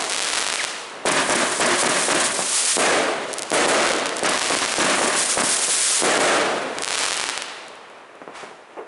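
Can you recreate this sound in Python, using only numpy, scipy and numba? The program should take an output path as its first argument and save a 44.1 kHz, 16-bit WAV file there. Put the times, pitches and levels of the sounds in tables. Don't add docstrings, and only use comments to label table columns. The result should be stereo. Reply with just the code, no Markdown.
import sys
import numpy as np
from scipy import signal
from scipy.fft import rfft, irfft, next_fast_len
from scipy.io import wavfile
from scipy.ndimage import uniform_filter1d, minimum_filter1d, map_coordinates
from numba import njit

SR = 44100
rng = np.random.default_rng(int(sys.argv[2]) if len(sys.argv) > 2 else 0)


def to_wav(sig):
    pcm = np.clip(np.atleast_2d(sig), -1, 1) * 32767
    pcm = np.round(pcm).astype(np.int16)
    wavfile.write(sys.argv[1], SR, pcm.T)


N = 391166
TIME = np.arange(N) / SR
TAIL = TIME[:2 * SR]

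# start_s, end_s, rate (pops per s),
# top_db (loudest pop, before its size and the snap filter), sizzle_db
CLOUDS = [(0, .09, 146, -10, -32), (0.103, 0.22, 190, -5, -29), (0.241, .45, 320, -4, -30),
          (0.464, 0.636, 145, -9, -28.5), (3.288, 3.502, 25, -22, -40), (3.7, 3.998, 117, 0, -36),
          (4.046, 4.21, 38, -29, -38), (4.297, 4.778, 290, -5, -27.5), (6.906, 7.123, 300, -3.5, -27.5),
          (7.135, 7.28, 133, -11, -30.5)]
# pitch_hz, t60_s
STREET = [(80, 1.74), (400, 1.56), (1500, 1.42), (4000, 1.35), (10000, 0.27)]


def amp(db):
    return 10 ** (np.asarray(db) / 20)


def along(points, hz):
    f, v = np.transpose(points)
    return np.interp(np.log(hz + 1), np.log(f + 1), v)


def wobble(rate, n):
    knots = rng.standard_normal(int(n * rate / SR) + 4)
    return map_coordinates(knots, [np.arange(n) * rate / SR])


def filtered(x, response):
    n = x.shape[-1]
    m = next_fast_len(n + 4096, True)
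    spectrum = rfft(x, m) * response(np.fft.rfftfreq(m, 1 / SR))
    return irfft(spectrum, m)[..., :n]


def add(track, s, sound):
    start = max(round(s * SR), 0)
    part = track[..., start:start + sound.shape[-1]]
    part += sound[..., :part.shape[-1]]


def rush(tone, n, grain_db):
    # pitch_hz, side_to_mid_db
    width = [(100, -10.5), (400, -8), (1500, -6), (4000, -6), (9000, -11)]

    def colour(hz):
        mid_and_side = [np.ones_like(hz), amp(along(width, hz))]
        return amp(along(tone, hz)) * mid_and_side

    grains = rng.standard_normal((2, n)) * amp(grain_db * wobble(1500, n))
    mid, side = filtered(grains, colour)
    return np.array([mid + side, mid - side]) / np.std(mid)


def echoes(tone, decay, build, clump_db):
    noise = rush(tone, len(TAIL), grain_db=2)
    hz, t, z = signal.stft(noise, SR, nperseg=256)
    decayed = z * amp(-60 * t / along(decay, hz)[:, None])
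    tail = signal.istft(decayed, SR, nperseg=256)[1][:, :len(TAIL)]
    onset = 1 - np.exp(-(TAIL / build) ** 2)
    return tail * onset * amp(clump_db * wobble(57.7, len(TAIL)))


def blast(push, low_hz, top_hz):
    u = TIME[:SR // 20] / push
    band = signal.butter(2, [low_hz, top_hz], 'band', fs=SR, output='sos')
    wave = signal.sosfilt(band, (1 - u) * np.exp(-u))
    return wave / np.abs(wave).max()


def chirp(t, start_hz, end_hz, glide):
    hz = end_hz + (start_hz - end_hz) * np.exp(-t / glide)
    phase = 2 * np.pi * np.cumsum(hz) / SR + .75 * wobble(220, len(t))
    return np.sin(phase) * amp(3.5 * wobble(90, len(t)))


def swell(start, end, db, rise, fade):
    return amp(db - rise * np.maximum(start - TIME, 0) - fade * np.maximum(TIME - end, 0))


def stars(bunching=.3):
    pops = list([(0.0234, -10, 0.11), (0.0977, 0, 0.032), (0.1021, -9, 0.052), (0.1219, 3, 0.09),
                 (0.1262, -1, 0.1), (0.1324, -6, 0.16), (0.1365, -7, .1), (0.1471, -10, 0.05),
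                 (0.164, 2, 0.09), (0.1755, -7, .1), (0.182, -11.5, 0.096), (0.1933, 3.5, 0.11),
                 (0.2034, -4, 0.32), (0.2245, -4, 0.06), (0.2285, -9, 0.042), (0.2355, -9, .08),
                 (0.246, -5.5, 0.043), (0.2511, -5, 0.033), (0.2616, -17, 0.095), (0.27, -10, .08),
                 (0.2797, -12, 0.1), (0.2885, -10, .09), (0.3016, -11, 0.18), (0.3379, 0.5, 0.09),
                 (0.3471, -18, 0.045), (0.3573, -2, 0.088), (0.3651, -16, 0.05), (0.3745, -7, .08),
                 (0.3828, -12, 0.1), (0.388, -7, 0.12), (0.3961, -9, 0.09), (0.4056, -9, 0.11),
                 (0.4262, -1, 0.19), (0.4376, -13, 0.17), (0.4664, -7, 0.2), (0.4768, 3.5, 0.046),
                 (0.4868, -4.5, 0.2), (0.5011, -7, 0.2), (0.5273, -1, 0.15), (0.539, -7, 0.22),
                 (0.5429, -17, 0.034), (0.5581, 1, 0.12), (0.567, -10, 0.066), (0.6416, -5, 0.2),
                 (0.6493, -0.5, 0.11), (0.6542, -13, 0.066), (3.3311, -1.5, 0.018), (3.3392, 1, 0.02),
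                 (3.3844, 2, 0.022), (3.3933, -5, 0.033), (3.4221, 4, 0.024), (3.4323, -11, 0.068),
                 (3.5043, -4, 0.026), (3.8909, 0, 0.17), (3.9186, -2, 0.11), (3.9358, -2, 0.24),
                 (3.9666, -21, 0.12), (4.058, -6, 0.26), (4.0612, -14, 0.2), (4.0677, -11, 0.1),
                 (4.0709, -18, 0.11), (4.0928, -10.5, 0.21), (4.1683, 3, 0.017), (4.1844, -10.0, 0.03),
                 (4.1931, -7.5, 0.04), (4.3773, -1, 0.27), (4.395, 4.5, 0.048), (4.4212, -19, 0.14),
                 (4.4295, -1, 0.071), (4.4473, -22, 0.13), (4.4617, -13, 0.09), (4.4778, -11, 0.05),
                 (4.4988, -11, 0.24), (4.5384, -12, 0.04), (4.5738, -22, 0.082), (4.5886, -5, 0.068),
                 (4.6403, -20, 0.19), (4.651, 2, 0.18), (4.661, 0, 0.13), (4.6924, -17, 0.094),
                 (4.7249, -14, 0.08), (4.7401, 0, 0.31), (6.7857, -9.5, 0.19), (6.8226, -1.5, 0.028),
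                 (6.8359, 3, 0.075), (6.8465, 5, 0.05), (6.8568, -11, 0.11), (6.8784, 1.5, 0.15),
                 (6.8868, -3, 0.09), (6.9071, 0, 0.2), (6.9176, -9, 0.17), (6.9287, 0, 0.074),
                 (6.9476, -8.5, 0.05), (6.9548, 1, 0.14), (6.9828, 0, 0.1), (6.9903, 2.5, 0.028),
                 (7.0146, -26, 0.15), (7.0426, -4, 0.15), (7.0543, -10, 0.13), (7.0637, -1, 0.15),
                 (7.0863, -16, 0.061), (7.1088, 1, 0.15), (7.1194, -6, 0.21), (7.129, 1.5, 0.11),
                 (7.1341, 0, 0.068), (7.1432, -7, 0.084), (7.1693, -5, 0.025), (7.1759, -6, 0.077),
                 (7.1984, 1, 0.21), (7.2038, -2, 0.098), (7.2137, -9, 0.19), (7.2402, -0.5, 0.2),
                 (7.29, -2, 0.17), (7.2978, -5.5, 0.13), (7.306, -17, 0.15), (7.3771, -1.5, 0.15),
                 (7.3849, -23, 0.14), (7.4218, -9.5, 0.11), (7.683, -18.5, .02), (7.755, -26, .02),
                 (7.9, -31, .02), (8.155, -33, .02)])
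    range_db = 20
    usual_ms, spread = 0.17, 0.34
    for start, end, rate, top_db, _ in CLOUDS:
        count = int((end - start) * rate)
        slot, faint = rng.random((400, 2))[:count].T
        size = np.exp(spread * rng.standard_normal(400)[:count])
        u = (np.arange(count) + slot) / count
        u = u + bunching * np.sin(2 * np.pi * u) / (2 * np.pi)
        db = top_db - range_db * faint ** 0.43 - 10 * np.log10(size)
        pops += zip(start + (end - start) * u, db, usual_ms * size)
    return pops


def crackle(direct_db=6.5, echo_db=-37.5, near_db=-32):
    # pitch_hz, level_db
    pop_tone = [(50, -9), (150, -24.5), (400, -4.5), (1500, -1), (4000, 4), (9000, 7), (11000, 6.5)]
    # pitch_hz, level_db
    crackle_tone = [(35, -33), (60, -15), (170, -16), (290, -2), (383, -9), (769, -1), (999, 1),
                    (2910, 3.5), (9040, 1), (11000, -5), (14300, -68), (22000, -120)]
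    rise_db_per_s, fade_db_per_s = 114, 56

    shocks, t = np.zeros(N), TIME[:SR // 200]
    for s, db, push_ms in stars():
        u = 1000 * t / np.clip(push_ms, .02, .3)
        add(shocks, s, amp(db) * np.diff(u * np.exp(-u)) / u[1])

    def snap_response(hz):
        treble_first = (2400 - 1j * hz) / (2400 + 1j * hz)
        return amp(direct_db + along(pop_tone, hz)) * treble_first

    snaps = filtered(shocks, snap_response)
    street = amp(echo_db) * echoes(crackle_tone, STREET, build=.06, clump_db=0)
    street += amp(near_db) * rush(pop_tone, len(TAIL), grain_db=3) * amp(-60 * TAIL / .006)
    wash = signal.fftconvolve(shocks[None], street, axes=1)[:, :N]
    swells = [swell(start, end, db, rise_db_per_s, fade_db_per_s) for start, end, _, _, db in CLOUDS]
    sizzle = np.max(swells, axis=0) * rush(crackle_tone, N, grain_db=3)
    return snaps + wash + sizzle


def town(echo_db=-12.0):
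    # start_s, level_db
    rumble_levels = [(0, -27.5), (.3, -36.5), (1, -37), (6.8, -32.5), (7.4, -39.5), (8, -43), (8.5, -45),
                     (8.87, -46)]
    # pitch_hz, level_db
    town_tone = [(18, -72), (30, -35), (123, -15.5), (251, -5.5), (432, 2), (642, 1.5), (709, 0.5),
                 (1110, -0.5), (2620, -9.5), (4990, -23), (9480, -27), (11000, -31), (14300, -75),
                 (22000, -120)]
    # start_s, level_db (peak of the thud), echo_t60_s
    far_shots = [(2.3895, -10.5, 0.18), (5.68, -16, .22), (8.215, -23, 0.14), (8.275, -21.5, 0.24),
                 (8.429, -23.5, 0.27), (8.51, -28, 0.23), (8.767, -30, 0.12)]
    # pitch_hz, level_db
    far_tone = [(60, -34), (200, -1), (450, 0), (750, 1), (1500, -10), (2600, -17), (4500, -48),
                (10000, -39)]
    # pitch_hz, level_db
    boom_tone = [(60, -28), (200, -11), (400, 11.5), (750, 6), (1500, -4), (2800, -15), (4000, -41),
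                 (10000, -36)]
    # start_s, end_s, level_db, rise_db_per_s, fade_db_per_s
    far_fizz = [(8.353, 8.41, -37, 900, 102), (8.45, 8.6, -61, 60, 15)]
    # pitch_hz, level_db
    fizz_tone = [(200, -12), (900, 9), (2000, 4), (4000, -5), (9500, -11.5), (11000, -19)]
    boom_s, boom_db, boom_t60_s = 8.766, -28.5, 0.43

    waver_db = .7 * wobble(18, N)
    rumble_db = np.interp(TIME, *np.transpose(rumble_levels)) + waver_db
    out = amp(rumble_db) * rush(town_tone, N, grain_db=1.0)
    thud = blast(push=.0007, low_hz=350, top_hz=1800)
    for s, db, t60 in far_shots:
        add(out, s + .002, amp(db) * thud)
        add(out, s, amp(db + echo_db) * echoes(far_tone, [(500, t60)], build=.005, clump_db=1))
    boom = echoes(boom_tone, [(500, boom_t60_s)], build=.005, clump_db=1)
    add(out, boom_s, amp(boom_db) * boom)
    fizz = sum(swell(*row) for row in far_fizz) * rush(fizz_tone, N, grain_db=1.5)
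    return out + fizz


def zip_by():
    start_s, length_s, level_db = .576, .056, -23.5
    out, t = np.zeros(N), TIME[:int(length_s * SR)]
    tone = chirp(t, start_hz=4600, end_hz=1450, glide=.015)
    add(out, start_s, amp(level_db) * np.hanning(len(t)) * tone)
    return out


def comets():
    # launch_s, burn_out_s, launch_db, top_db
    volleys = [(1.054, 2.753, -27.5, -23), (4.792, 5.98, -27, -18)]
    # brightest_s, width_s (standard deviation of the bell curve), level_db
    flares = [(1.81, 0.019, -21), (2.04, 0.08, -23), (2.21, 0.0078, -17), (2.256, 0.013, -15),
              (2.59, 0.074, -18), (2.74, 0.085, -18.5), (5.2, 0.028, -18.5), (5.31, 0.021, -18),
              (5.5, 0.039, -17.5), (5.635, 0.02, -20), (5.715, 0.016, -14), (5.9, 0.087, -15.5),
              (5.99, 0.017, -33)]
    # pitch_hz, level_db
    hiss_tone = [(400, -25), (1200, -3), (2500, -1.5), (4000, -0.5), (6000, 1), (9500, 5), (11000, -1.5)]
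    fade_db_per_s = 67

    power = sum((amp(db) * np.exp(-((TIME - s) / width) ** 2 / 2)) ** 2 for s, width, db in flares)
    for start, end, launch_db, top_db in volleys:
        climb_db = np.interp(TIME, [start, end], [launch_db, top_db])
        fade_db = fade_db_per_s * np.maximum(TIME - end, 0)
        power = power + (TIME > start) * amp(climb_db - fade_db) ** 2
    flutter_db = 1.4 * wobble(90, N) + .7 * wobble(24, N)
    return np.sqrt(power) * amp(flutter_db) * rush(hiss_tone, N, grain_db=2)


def yard_ring(length):
    # pitch_hz, level_db, t60_s (at echo length 1)
    modes = [(189.5, -27, 1), (236.3, -18, 0.88), (299, -25, .8), (344, -32, 0.53), (618, -15, 0.97)]
    ring = 0
    for hz, db, t60 in modes:
        level_db = db + rng.normal(0, 1.4) - 60 * TAIL / (length * t60)
        ring = ring + amp(level_db) * np.sin(2 * np.pi * (hz * TAIL + rng.random()))
    return ring * (1 - np.exp(-TAIL / .015))


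def mortars(jet_db=6, across_s=0.1):
    # start_s, blast_db, echo_db, across_db (house row, against the echo), echo length (0-1)
    lifts = [(1.0583, -0.5, -11, -3.5, 0.7), (1.2969, -1.5, -14, -5.5, 1), (1.604, -3, -11, -4.5, 0.77),
             (1.8341, 3, -14, -5, 0.94), (2.0895, 1, -15.5, -4, 1), (4.2332, -1, -13.5, -10.5, 0.68),
             (4.5084, -4, -21, 1.5, 0.6), (4.7884, -2.5, -13.5, -4.5, 1), (5.0175, 0, -17, -5.5, 1),
             (5.3782, 1, -15.5, -7.5, 0.48)]
    # pitch_hz, level_db
    lift_tone = [(18, -57), (30, -54), (91, -18.5), (284, -0.5), (321, -6), (355, 3), (466, -6), (596, 3),
                 (802, -4), (1150, 1), (1350, -4), (1650, -1), (2600, -6.5), (4410, -10.5), (9480, -11),
                 (11000, -8), (14300, -66), (22000, -120)]
    # pitch_hz, level_db
    jet_tone = [(25, -42), (80, -19), (300, 7), (1200, -15), (3500, -15.5), (9500, -7), (11000, -14.5)]
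    # pitch_hz, t60_s (at echo length 1)
    yard = [(80, 1), (400, 1), (1500, 0.99), (4000, 0.77), (10000, 0.08)]
    # delay_s, level_db (against the blast)
    slaps = [(.0034, -5.5), (0.0134, -3), (.043, 2)]
    # delay_s, level_db (against the echo)
    spatters = [(.019, -1.6), (.052, -0.26)]
    kick_lead_s, kick_db = .0056, -9

    out = np.zeros((2, N))
    kick = blast(push=.0007, low_hz=420, top_hz=850)
    crack = blast(push=0.00028, low_hz=320, top_hz=2800)
    spatter = np.hanning(int(0.02 * SR))
    for s, db, roar_db, across_db, length in lifts:
        decay = [(hz, length * t60) for hz, t60 in yard]
        add(out, s - kick_lead_s, amp(db + kick_db) * kick)
        for delay, slap_db in [(0.00019, 0)] + slaps:
            add(out, s + delay, amp(db + slap_db) * crack)
        jet = rush(jet_tone, SR // 4, grain_db=4) * amp(-60 * TAIL[:SR // 4] / .04)
        add(out, s, amp(roar_db + jet_db) * jet)
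        for delay, spatter_db in spatters:
            spit = rush(jet_tone, SR // 10, grain_db=3)[:, :len(spatter)]
            add(out, s + delay, amp(roar_db + spatter_db) * spatter * spit)
        roar = echoes(lift_tone, decay, build=.0066, clump_db=1.3)
        add(out, s, amp(roar_db) * (roar + yard_ring(length)))
        across = echoes(lift_tone, decay, build=0.0085, clump_db=1.5)
        add(out, s + across_s, amp(roar_db + across_db) * across)
    return out


def fence():
    t = np.maximum(TAIL - .033, 0)
    u = t / .05
    return u * np.exp(1 - u) * chirp(t, start_hz=3700, end_hz=1600, glide=.027)


def shells(scatter_db=-5, bounce=0.012, wall=0.2, wall_db=-15, far_roar_db=-11):
    # start_s, blast_db, echo_db, fence_db (chirp, against the echo)
    bursts = [(2.769, 0.5, -9, -14.5), (3.517, -10, -12, -16), (3.662, -2, -10.5, -25),
              (6.0221, -2.5, -8.5, -13), (6.178, 0.5, -10, -16)]
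    # pitch_hz, level_db
    burst_tone = [(18, -65), (30, -43), (58, -31), (146, -14.5), (182, -10.5), (298, -1.5), (501, 2.5),
                  (642, 3.5), (907, -4), (1350, -4), (2320, -8.5), (2500, -10.5), (5510, -16), (9250, -8.5),
                  (11000, -7.5), (14300, -108), (22000, -120)]
    # pitch_hz, level_db
    scatter_tone = [(300, -57), (1200, 8.5), (2500, 4), (5000, -2), (9500, 0), (11000, -7.5)]
    front_db = 4

    out = np.zeros((2, N))
    boom = blast(push=.0008, low_hz=290, top_hz=1150)
    front = blast(push=.00008, low_hz=1500, top_hz=10000)
    wall_gain = amp(wall_db)
    arrivals = [(0, 1), (bounce, 1), (wall, wall_gain), (wall + bounce, wall_gain)]
    for s, db, roar_db, fence_db in bursts:
        add(out, s, amp(db + front_db) * front)
        for delay, gain in arrivals:
            add(out, s + delay, gain * amp(db) * boom)
        roar = echoes(burst_tone, STREET, build=.023, clump_db=.6)
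        bright = echoes(scatter_tone, [(1000, 1.57), (10000, 1.02)], build=0.051, clump_db=1)
        answer = roar + amp(scatter_db) * bright + amp(fence_db) * fence()
        add(out, s, amp(roar_db) * answer)
        far_end = echoes(burst_tone, [(400, 1.0), (8000, 0.17)], build=0.09, clump_db=2)
        add(out, s + wall, amp(roar_db + far_roar_db) * far_end)
    return out


def scene():
    return crackle() + town() + zip_by() + comets() + mortars() + shells()


@njit
def held(x, fall):
    y = x.copy()
    for i in range(1, len(y)):
        y[i] = max(y[i], y[i - 1] * fall)
    return y


def record(dry, ceiling_db=-16.0, peak_db=1):
    top_hz = 11040
    power = np.abs(uniform_filter1d(np.mean(dry ** 2, axis=0), size=150))
    ahead = -minimum_filter1d(-power, size=70)
    peak = np.roll(np.abs(dry).max(axis=0), 22)
    excess = np.maximum(np.sqrt(ahead) / amp(ceiling_db), peak / amp(peak_db))
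    over = held(excess, np.exp(-1 / (.016 * SR)))
    x = dry / uniform_filter1d(np.maximum(over, 1), size=12)
    x = x / (1 + np.abs(x / .75) ** 4) ** (1 / 4)
    return filtered(x, lambda hz: 1 / np.sqrt(1 + (hz / top_hz) ** 240))


dry = scene()
out = record(dry)
to_wav(out)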